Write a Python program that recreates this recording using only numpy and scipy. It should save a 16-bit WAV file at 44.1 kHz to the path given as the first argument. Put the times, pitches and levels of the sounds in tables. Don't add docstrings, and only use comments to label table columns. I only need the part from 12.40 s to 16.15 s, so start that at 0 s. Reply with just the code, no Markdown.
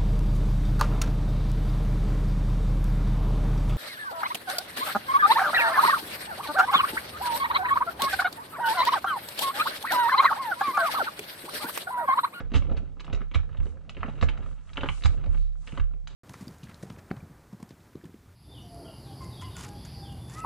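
import sys
import numpy as np
from scipy import signal
from scipy.fft import rfft, irfft
from scipy.io import wavfile
from scipy.ndimage import uniform_filter1d

SR = 44100
rng = np.random.default_rng(int(sys.argv[2]) if len(sys.argv) > 2 else 0)


def amplitude_ratio(level_db):
    exponent = np.asarray(level_db, float) / 20
    return 10 ** exponent


def digitize_waveform(pressure):
    field = np.atleast_2d(pressure).T
    bounded = np.clip(field, -1, 1)
    quanta = np.round(bounded * 32767).astype(np.int16)
    wavfile.write(sys.argv[1], SR, quanta)


N = 165375

# start_s, length_s, level_db, key_rel_db
SCRAPES = [(0, 0.0068, -40.5, -11), (0.132, 0.051, -35, -4.5), (0.364, 0.018, -46, -7.5),
           (0.599, 0.012, -54.5, 4), (0.723, 0.022, -46.5, -9), (0.936, 0.032, -41, -5),
           (1.604, 0.015, -46, -33), (2.926, 0.21, -69.5, 2), (1.818, 0.029, -45, 4),
           (1.884, 0.017, -40.5, -9), (2.364, 0.072, -54, -25.5), (2.644, 0.024, -36.5, -2.5),
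           (3.266, 0.025, -54.5, -3.5), (3.364, 0.032, -57, -15.5), (3.679, .07, -59, -0.5)]
# time_s, grinding_db, base_groan_db, bench_shake_db
EFFORT = [(0, -63.5, -44, -40.5), (.09, -68.5, -60, -56), (.3, -59.5, -42, -38.5),
          (.55, -75.5, -65.5, -57.5), (.75, -59, -46, -47), (.89, -75.5, -75, -56.5),
          (1.2, -66.5, -50.5, -43), (1.42, -76, -64, -57.5), (1.62, -62.5, -50, -49.5),
          (2.05, -59, -49, -44.5), (2.2, -76, -73.5, -61.5), (2.45, -53.5, -93, -43),
          (2.6, -71.5, -54.5, -51.5), (2.78, -60, -47.5, -43.5), (2.96, -63.5, -54.5, -42),
          (3.12, -98, -85.5, -67), (3.35, -58, -58, -47), (3.62, -92.5, -74, -56.5)]
# start_s, level_db, jaws_rel_db, key_rel_db, base_rel_db
TICKS = [(0.118,-33.5,-10.5,-18,1.5), (0.139,-25,-23,-29,1), (0.145,-30.5,4,-16,-23),
         (0.155,-24.5,-3,-11.5,-31), (0.368,-40.5,-19,-6,-10), (0.597,-36,-7,-14,-23),
         (0.606,-33.5,-9.5,-17.5,-16), (0.645,-33.5,-11,-12,-13), (0.666,-40.5,-3,-14,-12),
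         (0.729,-24,-17,-13,-7.5), (0.747,-32,-7,-7.5,-10), (0.816,-29,-14.5,-29,-12),
         (0.914,-39.5,-3,-16,-3.5), (0.947,-31,4.5,-16.5,-12), (0.955,-19,-10.5,-51,-21.5),
         (1.171,-33.5,-8,-21,-9), (1.256,-37,-22,-20,5), (1.494,-34,0.5,-5,-9),
         (1.568,-34,-5,-23.5,0),
         (1.631,-14,-24.5,-50,-27.5), (1.681,-30,-21,-26,3), (1.812,-23,-10,-12,-5),
              (1.826,-13.5,-12,-23,-9.5), (1.887,-28.5,-0.5,-30,-34), (1.975,-29.5,-16.5,-20.5,-17),
              (2.333,-39,-8.5,-7,-22), (2.358,-39.5,-5,-11,-7), (2.371,-24.5,-3,-13,-14),
              (2.378,-19,-36,-33.5,-12.5), (2.409,-29.5,1,-18.5,-2), (2.433,-12.5,-15,-43.5,-11),
              (2.459,-20.5,-14.5,-34,-16.5), (2.4875,-15.5,-7,-38.5,-12), (2.622,-36.5,-4,-8,-22),
              (2.637,-30,-5,-1.5,-28), (2.657,-22,-6.5,-3.5,-21), (2.861,-37,-12.5,-14,-2),
              (3.274,-37.5,-3.5,-6.5,-16), (3.375,-19.5,-17,-26,-15.5), (3.398,-27,-12,-22.5,-12),
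              (3.673,-35,-7,-2,-28)]
# start_s, level_db, jaws_rel_db
CATCHES = [(0.005, -24, -35), (0.047, -51, -4), (0.104, -46.5, -14), (0.222, -32.5, -9.5),
           (0.268, -41, -12), (0.298, -32, -18), (0.348, -36.5, -30), (0.569, -42, -27),
           (0.679, -32.5, -18), (0.699, -38, -8.5), (0.774, -38.5, -14), (0.807, -33, -26),
           (0.992, -33, -26), (1.032, -35.5, -20.5), (1.092, -37, -25), (1.129, -42.5, -12),
           (1.147, -34.5, -17), (1.202, -34, -16.5), (1.267, -40, -9), (1.323, -47, -18), (1.371, -41, -27),
           (1.449, -47, -24), (1.548, -41, -4), (1.644, -35, -22), (1.66, -32, -13), (1.686, -36, -8.5),
           (1.755, -52, 0), (1.778, -40, -12), (1.935, -58, 1), (1.955, -36, -29), (2.026, -38, -14),
           (2.061, -33.5, -21), (2.112, -42, -17), (2.252, -50, -25), (2.293, -53, 6.5),
           (2.311, -46.5, -19), (2.58, -60, 11), (2.609, -46.5, -3), (2.797, -56, -10), (2.83, -47, -13),
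           (2.946, -34, -11.5), (2.975, -45.5, -4.5), (3.155, -50, -25.5), (3.231, -48, -27),
           (3.291, -43, 0), (3.322, -42, -3.5), (3.51, -43.5, -36), (3.537, -45, -19)]
# start_s, level_db, contact_s
KNOCKS = [(0.12, -42, .001), (0.68, -49, 0.00089), (0.742, -54, 0.00073), (0.809, -44.5, 0.0008),
          (1.259, -54.5, 0.00047), (1.569, -45, 0.00068), (1.683, -43, 0.00085), (1.772, -48, 0.00059),
          (2.428, -48, 0.00028), (2.481, -49, .0006), (3.329, -42, 0.00089)]
# mode_hz, level_db, t60_s
BASE_MODES = [(224.4, 9, 0.037), (377, -15, 0.0083), (446.7, -3.5, 0.12)]
BODY_MODES = [(850, -15.5, 0.0061), (1022, -9.5, 0.023), (1228, -3, 0.032), (1271, 8.5, 0.0087),
              (1374, -10.5, 0.019)]
JAWS_MODES = [(2107, -5.5, 0.012), (2255, -13, 0.093), (2544, -11.5, 0.03), (2730, 4.5, 0.012),
              (2947, -14.5, 0.041), (3225, -13, 0.011)]
KEY_MODES = [(3910, 1.5, 0.02), (4350, 3, .008), (5020, -10.5, 0.01), (7400, -26, 0.1)]
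# low_hz, high_hz, level_over_modes_db, t60_s, stereo_width_db
DENSE_RINGING = [
    (119, 576, 1.5, 0.066, -12),
    (660, 1730, -2, 0.043, -4),
    (1850, 3240, -1.5, 0.042, -0.5),
    (3200, 7300, -1, 0.045, 4.5),
]
# mode_hz, level_db, t60_s, rise_s
BENCH_MODES = [(36.94, 1.5, 0.81, 0.0097), (79, 5, 0.17, 0.0081), (98.7, -3.5, 0.2, 0.0044),
               (141.4, -2.5, 0.15, 0.021)]
# rel_db, lead_rad
BENCH_LEFT = [(-5.8, -2.5), (-7, 2.6), (-6.6, 3.05), (-5, -2.3)]
# time_s, level_db, rocking_rel_db
THUMPS = [(0.152, -19.5, -9), (0.362, -35.5, 1.5), (0.731, -31.5, -3), (0.958, -21.5, -11.5),
          (1.188, -29, -1), (1.594, -36.5, -36), (1.828, -21.5, -9.5), (1.989, -38.5, 0.5),
          (2.385, -45.5, -12.5), (2.497, -35, -12.5), (2.652, -19, -10), (2.883, -28.5, -2.5),
          (3.398, -29, -0.5)]
# freq_hz, density_db_per_hz
FLOOR_SPECTRUM = [(88, -28.5), (150, 8), (308, -20), (692, -18), (1110, -27), (3870, -34.5), (10000, -39),
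                  (13000, -73), (22000, -120)]
# middle_s, half_length_s, level_db
GLOVE_RUBS = [
    (1.27, 0.064, -71),
    (1.733, 0.18, -78.5),
    (2.092, 0.071, -73),
    (2.339, 0.12, -72.5),
    (2.545, 0.073, -60),
    (2.69, 0.087, -67.5),
    (2.965, 0.078, -71),
    (3.3, 0.11, -67),
]
# freq_hz, density_db_per_hz
RUSTLE_SPECTRUM = [(2350, -17.5), (4000, -10.5), (5210, -12), (7530, -7.5), (10900, -14), (14200, -51.5),
                   (22000, -120)]

SCRAPE_GRAINS_PER_S, SCRAPE_BASE_DB, SCRAPE_JAWS_DB = 1800, 1.5, -2
GRIT_PER_S, GRIT_SPREAD_DB, GRIT_JAWS_DB, GRIT_KEY_DB = 900, 2.5, -7, -15.5
TICK_DB, RATTLE_DB, RATTLE_DECAY_S = -6, -17.5, 0.0025
CATCH_KEY_DB, CATCH_BASE_DB = -31.5, -8.5
CONTACT_TURNS_PER_S = 6.5
STRIKE_RISE_S, DENSE_BUILD_S, MODE_WIDTH_DB = 0.0003, 0.004, -21
THUMP_DB, PUSH_S = 14.5, 0.0022
FLOOR_DB, ROOM_DB, ROOM_T60_S = -59.5, -10.5, 0.26


def evened(x):
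    return x / np.sqrt(np.mean(x ** 2) + 1e-20)


def add(mix, start_s, sound):
    part = mix[..., round(start_s * SR):][..., :sound.shape[-1]]
    part += sound[..., :part.shape[-1]]


def follow(table, column):
    rows = np.array(table)
    return amplitude_ratio(np.interp(np.arange(N) / SR, rows[:, 0], rows[:, column]))


def coloured(spectrum, noise):
    point_hz, point_db = np.transpose(spectrum)
    size = noise.shape[-1]
    hz = np.fft.rfftfreq(size, 1 / SR)
    level_db = np.interp(np.log(hz + 1), np.log(point_hz + 1), point_db, -80, -80)
    return evened(irfft(rfft(noise) * amplitude_ratio(level_db), size))


def grains(per_s, spread_db):
    u = rng.random((N, 3))
    present = u[:, 0] < per_s / SR
    size = amplitude_ratio(-spread_db * np.log(u[:, 2] + 0.012))
    return evened(present * np.sign(u[:, 1] - 0.5) * size)


def patches(channels, length):
    once = uniform_filter1d(rng.standard_normal((channels, N)), length)
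    return evened(uniform_filter1d(once, length))


def scrapes():
    force = np.zeros((4, N))
    rough = grains(SCRAPE_GRAINS_PER_S, 3.23)
    for start_s, length_s, db, key_db in SCRAPES:
        u = np.arange(round(length_s * SR)) / (length_s * SR)
        start = round(start_s * SR)
        envelope = np.minimum(u / 0.29, 1) * amplitude_ratio(-14 * u ** 2)
        part_db = np.array([[SCRAPE_BASE_DB], [0], [SCRAPE_JAWS_DB], [key_db]])
        add(force, start_s, amplitude_ratio(db + part_db) * envelope * rough[start:start + len(u)])
    return force


def grit():
    force = np.zeros((4, N))
    grind = grains(GRIT_PER_S, GRIT_SPREAD_DB) * amplitude_ratio(4.6 * patches(1, 400)[0])
    force[1:] = amplitude_ratio([[0], [GRIT_JAWS_DB], [GRIT_KEY_DB]]) * grind * follow(EFFORT, column=1)
    force[0] = 0.87 * np.roll(grind, N // 2) * follow(EFFORT, column=2)
    return force


def ticks():
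    force = np.zeros((4, N))
    t = np.arange(400) / SR
    catches = [(*row, CATCH_KEY_DB, CATCH_BASE_DB) for row in CATCHES]
    for start_s, db, jaws_db, key_db, base_db in TICKS + catches:
        chatter = amplitude_ratio(RATTLE_DB) * rng.standard_normal(400) * np.exp(-t / RATTLE_DECAY_S)
        blow = 4 * ((t == 0) + chatter)
        part_db = np.array([[base_db + 11.5], [0], [jaws_db + 8], [key_db + 5]])
        add(force, start_s, amplitude_ratio(db + TICK_DB + part_db) * blow)
    return force


def knocks():
    force = np.zeros((4, N))
    t = np.arange(400) / SR
    for start_s, db, contact_s in KNOCKS:
        add(force[0], start_s, amplitude_ratio(db) * np.exp(-(t / contact_s - 2) ** 2))
    return force


def ring(modes, low_hz, high_hz, dense_db, dense_t60_s, width_db):
    t = np.arange(6000) / SR
    tones = np.zeros((2, 6000))
    side = np.array([[1], [-1]])
    for hz, db, t60_s in modes:
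        db = db + rng.uniform(-1.3, 1.3)
        twin_hz = hz * (1 + rng.uniform(-0.038, 0.03))
        lean_rad = rng.standard_normal(2) * amplitude_ratio(MODE_WIDTH_DB)
        main = np.sin(2 * np.pi * hz * t + side * lean_rad[0])
        twin = np.sin(2 * np.pi * twin_hz * t + side * lean_rad[1])
        tones += amplitude_ratio(db - 60 * t / t60_s) * (main + 0.5 * twin)
    tones = evened(tones * (1 - np.exp(-t / STRIKE_RISE_S)))
    noise = rng.standard_normal((3, 6000))
    dense = noise[0] + amplitude_ratio(width_db) * noise[1:]
    dense = dense * (1 - np.exp(-t / DENSE_BUILD_S)) * amplitude_ratio(-60 * t / dense_t60_s)
    band = signal.butter(2, [low_hz, high_hz], "band", fs=SR, output="sos")
    out = tones + amplitude_ratio(dense_db) * evened(signal.sosfilt(band, dense))
    lowpass = signal.butter(4, min(high_hz * 1.434, 15000), fs=SR, output="sos")
    out = signal.sosfilt(lowpass, out)
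    return out / np.linalg.norm(out, axis=1, keepdims=True)


def chuck():
    force = scrapes() + grit() + ticks() + knocks()
    turn = np.cumsum(1 + patches(1, 2000)[0]) * CONTACT_TURNS_PER_S / SR
    out = np.zeros((2, N))
    parts = (BASE_MODES, BODY_MODES, JAWS_MODES, KEY_MODES)
    for drive, modes, dense in zip(force, parts, DENSE_RINGING):
        for k in range(3):
            share = np.cos(np.pi * (turn + k / 3)) ** 2
            out += signal.oaconvolve((drive * share)[None], ring(modes, *dense), axes=1)[:, :N]
    return out


def bench():
    t, out = np.arange(SR) / SR, np.zeros((2, N))
    push = np.exp(-(t[:800] / PUSH_S - 1.5) ** 2)
    push /= push.sum()
    for k, ((hz, db, t60_s, rise_s), (left_db, lead_rad)) in enumerate(zip(BENCH_MODES, BENCH_LEFT)):
        shake_db = -16.5 + 4.85 * (k == 3)
        drive = rng.standard_normal(N) * follow(EFFORT, column=3) * amplitude_ratio(shake_db)
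        for time_s, level_db, rock_db in THUMPS:
            mode_db = rock_db * (k == 0)
            add(drive, time_s - 0.006, amplitude_ratio(level_db + THUMP_DB + mode_db) * push)
        envelope = (1 - np.exp(-t / rise_s)) * amplitude_ratio(db - 60 * t / t60_s)
        mode = envelope * np.sin(2 * np.pi * hz * t + np.array([[lead_rad], [0]]))
        out += signal.fftconvolve(drive[None], mode * amplitude_ratio([[left_db], [0]]), axes=1)[:, :N]
    return out


def room_floor():
    noise = rng.standard_normal((3, N))
    return amplitude_ratio(FLOOR_DB) * coloured(FLOOR_SPECTRUM, noise[0] + 0.5 * noise[1:])


def room(x):
    t = np.arange(SR // 2) / SR
    tail = rng.standard_normal((2, len(t))) * amplitude_ratio(-60 * t / ROOM_T60_S) * (t > 0.006)
    return signal.fftconvolve(x, tail / np.linalg.norm(tail[0]), axes=1)[:, :N]


def gloves():
    t = np.arange(N) / SR
    rub = rng.standard_normal((2, N)) * amplitude_ratio(1.5 * patches(2, 300))
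    puffs = sum(amplitude_ratio(db) * np.exp(-((t - middle_s) / half_s) ** 2) for middle_s, half_s, db in GLOVE_RUBS)
    return coloured(RUSTLE_SPECTRUM, rub) * puffs * amplitude_ratio([[4.5], [2.5]])


def scene():
    metal = chuck() * amplitude_ratio([[-2.2], [-1.4]])
    return metal + bench() + room_floor() + amplitude_ratio(ROOM_DB) * room(metal) + gloves()


def low_pass(x):
    return signal.sosfilt(signal.butter(12, 11040, fs=SR, output="sos"), x)


def record(dry):
    soft = signal.sosfilt(signal.butter(3, 8800, fs=SR, output="sos"), dry)
    return low_pass(soft)


dry = scene()
out = record(dry)
digitize_waveform(out)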